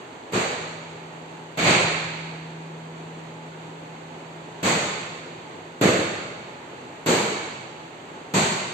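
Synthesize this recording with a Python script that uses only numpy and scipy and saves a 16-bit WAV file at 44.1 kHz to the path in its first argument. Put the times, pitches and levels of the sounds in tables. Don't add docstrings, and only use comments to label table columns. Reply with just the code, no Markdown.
import sys
import numpy as np
from scipy import signal
from scipy.fft import rfft, irfft, next_fast_len
from scipy.io import wavfile
from scipy.ndimage import uniform_filter1d

SR = 44100
rng = np.random.default_rng(int(sys.argv[2]) if len(sys.argv) > 2 else 0)


def persist_wave(psi):
    counts = np.round(np.clip(psi, -1, 1) * 32767).astype(np.int16)
    wavfile.write(sys.argv[1], SR, np.atleast_2d(counts).T)


N = 384993

# start in seconds, force in dB, hardness as treble tilt in dB per
# octave, then thump, clunk, bonk, clang, tick and the hum left in the bar, all in dB.
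KNOCKS = [ (.321, -4, -1.06, 5, 7, -2, 2.5, -12, -42), (1.572, 1, -1.1, 5.5, 2, -2, 6, -5, -35),
          (4.628, 4.5, 0.2, 10, 5, -2, 1.5, 2, -46), (5.811, 9, -1.77, 6.5, 9.5, -8.5, 1, 7, -51),
          (7.060, 5.5, 0.45, 8, 13.5, 1.5, 2, 6.5, -53), (8.337, 7, 1.13, 13, 9.5, 3.5, 1.5, 3, -45)]
# start in seconds, force in dB.
FOLLOW_UPS = [(.332, 3), (1.585, 1.5), (1.638, 6.5), (1.665, 6.5), (4.650, 5), (7.073, 2)]
def contacts(follow_tick_db=-15):
    for row, end in knocks_with_ends():
        start, force_db, tilt_db, thump_db, clunk_db, bonk_db, clang_db, tick_db, _ = row
        zing_db = 0.78 * clang_db - 1
        boosts_db = thump_db, clunk_db, bonk_db, clang_db, zing_db
        yield start, force_db, tilt_db, boosts_db, tick_db
        for follow_start, follow_db in FOLLOW_UPS:
            if start < follow_start < end:
                yield follow_start, follow_db, tilt_db, boosts_db, follow_db + follow_tick_db


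def knocks_with_ends():
    return zip(KNOCKS, [row[0] for row in KNOCKS[1:]] + [N / SR])


def dumbbell_knocks(level_db=13, ring_db=-4, tick_boost_db=4):
    mix, echoes = np.zeros((2, N)), wall_echoes()
    for start, force_db, tilt_db, boosts_db, tick_db in contacts():
        force = gain_of(level_db + force_db)
        tick = gain_of(tick_db + tick_boost_db) * metal_tick()
        sound = force * gain_of(ring_db) * bar_ring()
        add(sound, 0, force * blow(tilt_db, boosts_db))
        add(sound, 0, tick[0])
        in_room = signal.fftconvolve(sound[None], room_tail() + echoes, axes=1)
        for channel, echoed, direct in zip(mix, in_room, tick):
            add(channel, start, echoed)
            add(channel, start, direct)
    return mix


# frequency in Hz, relative level in dB.
IMPACT_COLOUR = [(30, 0), (60, -11), (90, 1), (120, 4), (240, 2.5), (450, 1.5), (620, 7), (780, 8),
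                 (950, 9.5), (1250, 6), (1700, 4.5), (3300, -0.5), (4600, 0.5), (7500, -2), (13000, -13)]
# centre in Hz, width in Hz.
RESONANCES = [(178, 125), (400, 320), (950, 330), (2300, 680), (3900, 2800)]
def blow(tilt_db, boosts_db, size=4096):
    hz = np.fft.rfftfreq(size, 1 / SR)
    octaves = np.log2(np.maximum(hz, 500) / 2000)
    humps_db = sum(db * hump(hz, centre, width) for db, (centre, width) in zip(boosts_db, RESONANCES))
    return shaped_click(read_curve(IMPACT_COLOUR, hz) + tilt_db * octaves + humps_db)


# pitch in Hz, relative level in dB, seconds to fade by 60 dB.
BAR_NOTES = [(351, -17, .35), (418, -19, .3), (599, -18, .2), (1082, -21, .3), (1248, -21, .15),
             (1565, -24, .3), (1738, -25, .2), (2077, -23, .15), (2218, -23, .25), (2286, -19, .5),
             (2509, -26, .3), (2661, -23, .3), (3434, -28, .3), (3678, -26, .35), (4478, -24, .35),
             (6826, -25, .3), (7439, -24, .3)]
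def bar_ring(spread_db=2):
    weights = gain_of(spread_db * rng.standard_normal(len(BAR_NOTES)))
    weights *= rng.choice([-1, 1], len(BAR_NOTES))
    return sum(weight * gain_of(db) * fading_note(hz, fade_s)
               for weight, (hz, db, fade_s) in zip(weights, BAR_NOTES))


def fading_note(hz, fade_s):
    t = np.arange(SR // 2) / SR
    wave = np.sin(2 * np.pi * hz * t) * np.exp(-np.log(1000) * t / fade_s)
    return wave / np.linalg.norm(wave)


def metal_tick(decay_s=.004, low_hz=10500, size=2048):
    snap = rng.standard_normal((2, size)) * np.exp(-np.arange(size) / SR / decay_s)
    snap = signal.sosfilt(signal.butter(6, low_hz, "high", fs=SR, output="sos"), snap)
    return snap / np.linalg.norm(snap[0])


def bar_hum(pitch_hz=161.6, fade_db_per_s=4, settle_s=0.13):
    t, loudness = np.arange(N) / SR, np.zeros(N)
    for (start, *_, hum_db), end in knocks_with_ends():
        age = np.arange(0, end - start, 1 / SR)
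        add(loudness, start, gain_of(hum_db - fade_db_per_s * age))
    step = 1 / (settle_s * SR)
    loudness = signal.lfilter([step], [1, -np.exp(-step)], loudness)
    return loudness * unit_level(np.sin(2 * np.pi * pitch_hz * t))


# frequency in Hz, seconds to fade by 60 dB.
ROOM_FADE = [(60, 2.15), (150, 0.7), (400, 1.19), (1000, 1.39), (2200, 1.525), (4000, 1.5), (8000, 1.066),
             (12500, 0.6)]
def room_tail(build_s=0.022, rise_power=0.48, size=49152):
    hz, frame_s, bands = signal.stft(diffuse_noise(size), SR, nperseg=256)
    decay = np.exp(-np.log(1000) * frame_s / read_curve(ROOM_FADE, hz)[:, None])
    _, wash = signal.istft(bands * decay, SR, nperseg=256)
    t = np.arange(size) / SR
    rise = (1 - np.exp(-t / build_s)) ** rise_power
    fade_out = np.minimum(10 * (1 - t / t[-1]), 1)
    return blend_paths(wash[:, :size]) * rise * fade_out


# frequency in Hz, level in dB.
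WASH_COLOUR = [(100, 0.5), (200, -1.5), (400, 2.5), (700, 1.5)]
def blend_paths(wash, band_hz=50):
    spectrum, hz = rfft(wash), np.fft.rfftfreq(wash.shape[1], 1 / SR)
    power = uniform_filter1d((abs(spectrum) ** 2).mean(0), max(round(band_hz / hz[1]), 1))
    return irfft(spectrum * gain_of(read_curve(WASH_COLOUR, hz)) / np.sqrt(power + 1e-12))


# delay in seconds, level in dB.
ECHOES = [(.002, -12), (.0085, -14.5), (.0195, -13), (.0285, -8), (.0445, -6), (.079, -11.5), (.18, -15)]
def wall_echoes(below_hz=450, size=49152):
    bounces = np.zeros(size)
    for delay, db in ECHOES:
        add(bounces, delay, gain_of([db]))
    return signal.sosfilt(signal.butter(3, below_hz, fs=SR, output="sos"), bounces)


# frequency in Hz, relative level in dB.
AIR_COLOUR = [(20, -4), (45, -15), (80, -11.5), (130, -2.5), (200, -6), (350, 1.5), (600, -3.5), (860, -3),
              (1200, -8), (2400, -12.5), (4000, -18.5), (7500, -24), (13000, -29.5)]
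# pitch in Hz, width in Hz, boost in dB.
FAN_TONES = [(245, 23, 4.5), (472, 8.6, -0.5), (858, 9.1, 10.5), (947, 14, 6)]
def ventilation(level_db=-39, swell_db=-0.47):
    size = next_fast_len(N)
    hz, t = np.fft.rfftfreq(size, 1 / SR), np.arange(N) / SR
    fan_db = sum(db * hump(hz, centre, width) for centre, width, db in FAN_TONES)
    colour = gain_of(read_curve(AIR_COLOUR, hz) + fan_db)
    air = irfft(rfft(diffuse_noise(size)) * colour, size)[:, :N]
    swell = sum(np.sin(2 * np.pi * (rate_hz * t + rng.random())) for rate_hz in np.geomspace(.3, 6, 10))
    return gain_of(level_db + swell_db * unit_level(swell)) * unit_level(air)


def diffuse_noise(size, mic_gap_m=0.17):
    left, other = rfft(rng.standard_normal((2, size)))
    likeness = np.sinc(2 * np.fft.rfftfreq(size, 1 / SR) * mic_gap_m / 343)
    right = likeness * left + np.sqrt(1 - likeness ** 2) * other
    return irfft(np.array([left, right]), size)


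def gain_of(db):
    return 10 ** (np.asarray(db) / 20)


def unit_level(x):
    return x / np.sqrt(np.mean(x ** 2) + 1e-20)


def read_curve(points, hz):
    row_hz, value = np.transpose(points)
    return np.interp(np.log(hz + 1), np.log(row_hz + 1), value)


def hump(hz, centre, width):
    return .5 ** np.minimum((2 * (hz - centre) / width) ** 2, 20)


def shaped_click(db):
    log_gain = np.log(gain_of(np.concatenate([db, db[-2:0:-1]])))
    return irfft(np.exp(np.conj(signal.hilbert(log_gain)))[:len(db)])


def add(mix, start_s, sound):
    part = mix[round(start_s * SR):][:len(sound)]
    part += sound[:len(part)]


def scene():
    return dumbbell_knocks() + bar_hum() + ventilation()


# frequency in Hz, gain in dB.
MIC_COLOUR = [(4700, -1), (4880, -19), (5250, -9.5), (5950, -10.5), (6200, -2.5), (7600, 0), (7800, -3),
              (8400, -1.5), (8750, -36.5), (10000, -75), (11200, -58), (11700, -8.5), (12900, -19),
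              (13500, -47)]
# frequency in Hz, left minus right in dB.
MIC_BALANCE = [(200, 0), (700, -.5), (1200, -2.5), (1800, -3.5), (2300, -5.5), (3000, -6.5), (3700, 1.5),
               (4600, -1.5), (6000, 5.5), (7400, 5.5), (8500, 2), (12000, -1)]
def record(dry, low_cut_hz=85, high_cut_hz=13600, size=4096):
    hz = np.fft.rfftfreq(size, 1 / SR)
    colour_db, side_db = read_curve(MIC_COLOUR, hz), read_curve(MIC_BALANCE, hz) / 2
    mics = np.array([shaped_click(colour_db + side_db), shaped_click(colour_db - side_db)])
    heard = signal.oaconvolve(dry, mics, axes=1)[:, :N]
    heard = signal.sosfilt(signal.butter(2, low_cut_hz, "high", fs=SR, output="sos"), heard)
    treble_cut = signal.firwin(511, high_cut_hz, window=("kaiser", 9), fs=SR)
    return signal.oaconvolve(heard, treble_cut[None], "same")


dry = scene()
out = record(dry)
persist_wave(out)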